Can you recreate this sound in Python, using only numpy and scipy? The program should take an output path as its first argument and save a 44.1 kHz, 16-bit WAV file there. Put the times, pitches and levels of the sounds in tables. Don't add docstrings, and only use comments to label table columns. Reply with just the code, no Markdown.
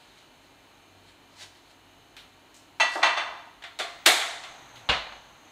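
import sys
import numpy as np
from scipy import signal
from scipy.fft import rfft, irfft, next_fast_len
from scipy.io import wavfile
from scipy.ndimage import map_coordinates

SR = 44100
rng = np.random.default_rng(int(sys.argv[2]) if len(sys.argv) > 2 else 0)


def put_to_file(sound):
    columns = np.atleast_2d(sound).T
    safe = np.clip(columns, -1, 1)
    whole_steps = np.round(safe * 32767)
    wavfile.write(sys.argv[1], SR, whole_steps.astype(np.int16))


N = 242991

# start_s, relative_db, cutoff_hz, pan_ring_db, first_rebound_s, rebound_loss_db
PAN_LANDINGS = [(2.7992, -21, 7500, 2, .022, 9.5), (2.953, -29, 620, -30, .034, 6),
                (3.018, -35, 2200, -20, 0.025, 11), (3.029, -17.5, 4800, -4, .031, 6.5),
                (3.1715, -26.5, 4600, -15, .023, 6), (3.285, -40.5, 1190, -25, .02, 6)]
# start_s, relative_db, low_edge_hz, cutoff_hz, valve_ring_db
KNOB_CLICKS = [(3.622, -46, 1500, 3500, -26), (3.638, -39, 1360, 3050, -10), (3.789, -33, 950, 7840, -28),
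               (3.797, -28, 300, 4660, -5), (4.0572, -31, 2000, 5000, -4), (4.0605, -12, 1220, 15200, -14),
               (4.068, -20.5, 230, 1400, -27), (4.097, -31, 201, 1500, -9), (4.215, -32, 1100, 2760, -8),
               (4.435, -41.5, 1500, 4420, -4.5)]
# start_s, relative_db, cutoff_hz, panel_ring_db
DOOR_KNOCKS = [(4.889, -25, 9000, -1.5), (4.894, -23, 12000, -29), (4.903, -29.5, 5000, -6),
               (5.065, -46, 3000, -5), (5.122, -47, 9000, -11)]
# start_s, level_db, centre_hz
HANDLING_TICKS = [(1.552, -61, 3440), (2.1662, -47, 3260), (2.543, -56.5, 6600), (2.565, -60, 6660),
                  (4.757, -50.5, 3330)]
# peak_s, level_db
HINGE_GROANS = [(4.64, -62), (4.78, -57)]
# peak_s, level_db, rise_s, fall_s
SHIRT_RUSTLES = [(.03, -62, .3, 0.37), (.19, -60, .07, 0.05), (.46, -66, 0.18, .1), (1.09, -57, 0.09, .06),
                 (1.71, -57.5, 0.063, 0.044)]

# pitch_hz, relative_db, t60_s (capped where the part is struck)
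PAN_MODES = [(657, -13, .3), (872, -4, .14), (1453, -18, .35), (1952, 0, .48), (2676, -6.5, .4),
             (3079, -7, .22), (3494, -11, .28), (4060, -12, .3), (4414, -15, .36), (4662, -24, .4),
             (5650, -24, .2), (6390, -13, .23), (6551, -22, .25), (7750, -25, .2), (9100, -24, .16)]
GRATE_MODES = [(719, -5, 0.97), (925, -9, 0.8), (1057, -4, 0.93), (1180, -13, 0.73), (1225, -13, 0.68),
               (1300, -24, 0.52), (1646, -3, 0.39), (1940, 4, 0.11), (2320, -18, 0.39), (2305, -9, 0.65),
               (2400, -28, 0.78), (2400, -24, 1.1), (2660, -7.5, 0.77), (2729, -15, 0.27),
               (2920, -23, 0.53), (2920, -12, 0.3), (3130, -19, 0.36), (3470, -5, 0.19), (3590, -6, 0.69),
               (3520, -6, 0.8)]
CASE_LOW_MODES = [(340, -7, .17), (378, -4, .15), (608, -12, .3), (668, -15, .4)]
CASE_HIGH_MODES = [(820, -20, 1.05), (990, -26, 0.71), (1190, -32, 0.97), (1236, -29, 0.62),
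                   (1300, -12, 1.2), (1370, -8, 0.98), (1630, -30, 0.67), (1764, -18, 1), (1880, -14, 1.3),
                   (2030, -10, 1.2), (2083, -12, 1.1), (2240, -6, 0.43), (2500, -34, 0.88),
                   (2580, -25, 0.55), (2724, -29, 0.78), (2870, -18, 0.39), (3000, -30, 0.71),
                   (3200, -24, 0.4), (3381, -28, 0.46), (3580, -1, 0.37), (3780, -23, 0.44),
                   (3860, -30, 0.47), (3941, -22, 0.32), (4140, 5, 0.12), (4240, -5, 0.56)]
VALVE_MODES = [(688, -8, 0.51), (764, -5, 0.25), (1096, -9, 0.45), (1187, -11, 0.51), (1390, -8, 0.31),
               (2310, -7.5, 0.28), (3460, -3.5, 0.27), (3680, -7, 0.3), (4230, -10, .4), (4657, -16.5, .28)]
DOOR_MODES = [(1047, -13, 0.58), (1458, -7.5, 0.51), (2040, -19, 0.71), (2868, -2, 0.17), (2960, -7, 0.62),
              (2840, 5.5, 0.19), (3640, -20, 0.54), (3860, -16, 0.14), (4151, -19, 0.23), (4280, -19, 0.68)]
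# centre_hz, width_hz, gain_db
CLACK_PEAKS = [(327, 72, -9), (680, 115, -0.5), (940, 195, 0.5), (1217, 126, 1), (1630, 500, -2),
               (1997, 136, 2), (2364, 103, -1), (2710, 230, -2.5), (3080, 90, -3), (3440, 350, -5.5),
               (4090, 250, -7), (4480, 290, -8.5), (5420, 450, -16), (6330, 540, -12.5), (7730, 380, -18.5),
               (8900, 1200, -22), (12900, 2700, -39)]

# frequency_hz, gain_db
SKID_EQ = [(200, -73), (1500, -25), (4000, 8), (9000, -4.5), (10500, -13), (15500, -20)]
SNAP_EQ = [(130, -25.5), (260, -12.5), (345, -7), (400, -5), (550, -6), (680, 1.5), (1000, -6.5),
           (2100, -2), (2750, -7), (3650, -1.5), (5200, -13), (7600, -10.5), (13000, -20), (15500, -25)]
FLAME_EQ = [(100, -3.5), (300, -8), (800, 4.5), (1500, -1), (4200, -8), (5200, -34), (6000, -8.5),
            (6450, -1.5), (7000, -16), (10000, -29), (15500, -30)]
SLAP_EQ = [(60, -12), (150, -8.5), (220, -10), (400, -14), (490, -2), (800, 0.5), (2000, -1.5), (3000, -2),
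           (4200, -2.5), (5000, -16.5), (6500, -20.5), (9000, -30), (15500, -53)]
SOLE_EQ = [(240, -62), (400, -24.5), (633, 4), (957, -2.5), (1050, -4), (1470, 2), (4030, 4.5), (7210, -2),
           (15500, -25)]
SHIRT_EQ = [(300, -66), (1500, -1), (3000, 0.5), (4200, 4), (5200, -8.5), (8000, -9), (15500, -31)]
WHINE_EQ = [(500, -73), (2500, -43), (3600, -12), (4200, -7), (4550, -16), (5900, -24.5), (6400, -12.5),
            (7000, -20.5), (10000, -46)]
AIR_EQ = [(22, -42), (45, 3.5), (80, -11), (130, -2.5), (210, -6.5), (270, 2.5), (500, -6.5), (700, -1.5),
          (1200, -6), (2200, -9.5), (4250, -13), (4700, -25.5), (6800, -21.5), (15500, -28.5)]
# pitch_hz, relative_db
HUM_TONES = [(269.2, -82), (925.9, -73.5), (2390, -74.5), (2638, -76.5), (2880, -72.5), (3025, -74.5),
             (3074, -76), (6385, -80)]
# frequency_hz, t60_s
ROOM_DECAY = [(100, 0.31), (300, 0.44), (700, 0.99), (2000, 0.8), (4000, 0.81), (8000, 0.73), (14000, 0.42)]


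def pan(rebounds=2):
    rim_lead_s, rim_db, rim_brighter = .0036, -4, 1.55
    flight_shrink, rebound_duller, damping_db = .85, .77, -16
    skid = swell(2.94, -44.5, rise_s=.1, fall_s=.11) * noise(SKID_EQ) * amp(2.3 * wobble(240, N))
    out = kitchen(skid, wet_db=-2)
    for s, db, cutoff_hz, ring_db, flight_s, loss_db in PAN_LANDINGS:
        damped_db = ring_db + damping_db
        add(out, s, pan_contact(db + rim_db, cutoff_hz * rim_brighter, damped_db))
        s += rim_lead_s
        add(out, s, pan_contact(db, cutoff_hz, ring_db))
        for k in range(rebounds):
            s += flight_s * flight_shrink ** k
            db -= loss_db
            cutoff_hz *= rebound_duller
            add(out, s, pan_contact(db, cutoff_hz, damped_db))
    return out


def pan_contact(db, cutoff_hz, bowl_db, grate_db=-12, trim_db=-2):
    echo = amp(6.5) * walls(early_t60=.28, late_db=-6)
    clack = contact(resonances(CLACK_PEAKS), echo, 430, cutoff_hz, t60=.035)
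    bowl = ring(PAN_MODES, cutoff_hz, max_t60=.45, waver_rad=.2, scatter_db=1)
    grate = ring(GRATE_MODES, cutoff_hz, max_t60=.64, waver_rad=1)
    return amp(db + trim_db) * (clack + amp(bowl_db) * bowl + amp(grate_db) * grate)


def gas_knob(trim_db=-2):
    out = np.zeros(N)
    for s, db, low_hz, cutoff_hz, valve_db in KNOB_CLICKS:
        case_db = -8 + .24 * db
        echo = amp(5.5) * walls(early_t60=.27, late_db=case_db + 10)
        snap = contact(colour(SNAP_EQ), echo, low_hz, cutoff_hz, t60=.071)
        case = ring(CASE_LOW_MODES + CASE_HIGH_MODES, cutoff_hz, max_t60=1, waver_rad=.66)
        valve = ring(VALVE_MODES, cutoff_hz=12000, max_t60=.51, waver_rad=.93)
        add(out, s, amp(db + trim_db) * (snap + amp(case_db) * case + amp(valve_db) * valve))
    return out


def burner(open_s=3.85, opening_s=.1):
    valve = np.clip((np.arange(N) / SR - open_s) / opening_s, 0, 1)
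    flare = swell(4.6, -52, rise_s=1.6, fall_s=2.9)
    return valve * flare * noise(FLAME_EQ) * amp(.98 * wobble(12, N))


def cupboard_door(groan_hz=118, trim_db=-.5):
    groans = sum(swell(s, db, rise_s=.06, fall_s=.13) for s, db in HINGE_GROANS)
    out = groans * tone(groan_hz, waver_rad=1.2, waver_hz=21)
    for s, db, cutoff_hz, panel_db in DOOR_KNOCKS:
        echo = amp(5.5) * walls(early_t60=.38, late_db=-11.5)
        slap = contact(colour(SLAP_EQ), echo, 50, cutoff_hz, t60=.043)
        panel = ring(DOOR_MODES, cutoff_hz, max_t60=.7, waver_rad=.6)
        add(out, s, amp(db + trim_db) * (slap + amp(panel_db) * panel))
    return out


def cupboard_thump(start_s=4.893, thump_hz=62, boom_hz=52):
    out, t = np.zeros(N), np.arange(SR) / SR
    thump = amp(-27) * np.sin(2 * np.pi * thump_hz * t) * decay(.18)
    boom = amp(-47) * np.sin(2 * np.pi * boom_hz * t) * decay(.99)
    attack = 1 - decay(.026)
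    add(out, start_s, -(thump + boom) * attack)
    return out


def scuff_and_rustle():
    scuff = swell(1.427, -43, rise_s=.079, fall_s=.052) * noise(SOLE_EQ) * amp(1.4 * wobble(300, N))
    rustle = sum(swell(*row) for row in SHIRT_RUSTLES) * noise(SHIRT_EQ)
    return kitchen(scuff + rustle, wet_db=-4.5)


def handling_ticks():
    out = np.zeros(N)
    for s, db, hz in HANDLING_TICKS:
        tick_eq = [(hz / 8, -14), (hz / 2, -3), (hz * 1.18, 0), (hz * 1.57, -12), (hz * 5, -25)]
        echo = amp(8) * walls(early_t60=.39, late_db=-16)
        add(out, s, amp(db) * contact(colour(tick_eq), echo, 300, 14000, t60=.019))
    return out


def appliance(drone_hz=95, throb_hz=2.2, throb_depth_db=13, peak_s=.98, hum_trim_db=-.5):
    hum = np.zeros(N)
    for hz, db in HUM_TONES:
        level = amp(db + hum_trim_db + 2.1 * wobble(3.8, N))
        hum += level * tone(hz, waver_rad=1.36, waver_hz=10)
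    t = np.arange(N) / SR
    dip = (1 - np.cos(2 * np.pi * throb_hz * (t - peak_s))) / 2
    throb = amp(-throb_depth_db * dip) * swell(peak_s, -63, rise_s=.8, fall_s=4)
    resting = amp(-74.5)
    drone = np.hypot(resting, throb) * tone(drone_hz, waver_rad=.5, waver_hz=6.5)
    whine = amp(-68 + wobble(6.06, N)) * noise(WHINE_EQ)
    return hum + drone + whine


def room_air(level_db=-57.5):
    return amp(level_db + .2 * wobble(4.16, N)) * noise(AIR_EQ)


def kitchen(x, wet_db):
    tail = walls(early_t60=.27, late_db=-5)
    wet = signal.fftconvolve(x, tail / np.linalg.norm(tail))[:len(x)]
    return x + amp(wet_db) * wet


def walls(early_t60, late_db, build_s=.00067):
    hz, t, spectrum = signal.stft(rng.standard_normal(SR), SR, nperseg=256)
    fade = np.exp(-np.log(1000) * t / along(ROOM_DECAY, hz)[:, None])
    late = signal.istft(spectrum * fade, SR, nperseg=256)[1][:SR]
    early = rng.standard_normal(SR) * decay(early_t60)
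    attack = 1 - np.exp(-np.arange(SR) / SR / build_s)
    return unit((unit(early) + amp(late_db) * unit(late)) * attack)


def contact(body, echo, low_hz, cutoff_hz, t60):
    burst = unit(rng.standard_normal(SR) * decay(t60)) + echo
    band = lambda hz: hz ** 2 / np.sqrt((hz ** 4 + low_hz ** 4) * (1 + (hz / cutoff_hz) ** 4))
    return onset_unit(filtered(burst, lambda hz: body(hz) * band(hz)))


def ring(modes, cutoff_hz, max_t60, waver_rad, scatter_db=2):
    t = np.arange(SR) / SR
    out = np.zeros(SR)
    for hz, db, t60 in modes:
        phase = 2 * np.pi * (hz * t + rng.random())
        drift = np.interp(t, np.linspace(0, 1, 50), rng.standard_normal(size=50))
        gain = amp(db + scatter_db * rng.standard_normal()) / np.sqrt(1 + (hz / cutoff_hz) ** 4)
        out += gain * decay(min(t60, max_t60)) * np.sin(phase + waver_rad * drift)
    attack = (1 - decay(.017)) ** 2
    return onset_unit(out * attack)


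def tone(hz, waver_rad, waver_hz):
    return np.sqrt(2) * np.sin(2 * np.pi * hz * np.arange(N) / SR + waver_rad * wobble(waver_hz, N))


def noise(eq):
    return unit(filtered(rng.standard_normal(N), colour(eq)))


def filtered(x, gain):
    m = 2 * next_fast_len(len(x))
    response = np.maximum(gain(np.fft.rfftfreq(m, 1 / SR)), 1e-6)
    cepstrum = irfft(np.log(response), m)
    cepstrum[1:m // 2] *= 2
    cepstrum[m // 2 + 1:] = 0
    return irfft(rfft(x, m) * np.exp(rfft(cepstrum)), m)[:len(x)]


def colour(eq):
    return lambda hz: amp(along(eq, hz))


def resonances(peaks):
    return lambda hz: np.sqrt(sum(amp(db) ** 2 / (1 + ((hz - centre) / width * 1.56) ** 2) ** 1.72
                                  for centre, width, db in peaks))


def along(points, hz):
    frequencies, values = np.transpose(points)
    return np.interp(np.log(hz + 1), np.log(frequencies + 1), values)


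def swell(peak_s, db, rise_s, fall_s):
    t = np.arange(N) / SR - peak_s
    return amp(db - 20 * np.maximum(-t / rise_s, t / fall_s))


def decay(t60):
    return np.exp(-np.log(1000) * np.arange(SR) / SR / t60)


def wobble(rate_hz, n):
    knots = rng.standard_normal(int(n * rate_hz / SR) + 4)
    return map_coordinates(knots, [np.arange(n) * rate_hz / SR])


def add(track, start_s, sound):
    part = track[round(start_s * SR):][:len(sound)]
    part += sound[:len(part)]


def amp(db):
    return 10 ** (np.asarray(db) / 20)


def unit(x):
    return x / np.sqrt(np.mean(x ** 2) + 1e-20)


def onset_unit(x):
    return x / np.sqrt(np.mean(x[:int(.03 * SR)] ** 2) + 1e-20)


def scene():
    hits = pan() + gas_knob() + cupboard_door() + cupboard_thump()
    movement = scuff_and_rustle() + handling_ticks()
    return (hits + movement + burner() + appliance() + room_air())[None]


def record(dry, top_hz=15600):
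    m = next_fast_len(N + SR // 2)
    passband = np.fft.rfftfreq(m, 1 / SR) < top_hz
    return irfft(rfft(dry, m) * passband, m)[..., :N]


dry = scene()
out = record(dry)
put_to_file(out)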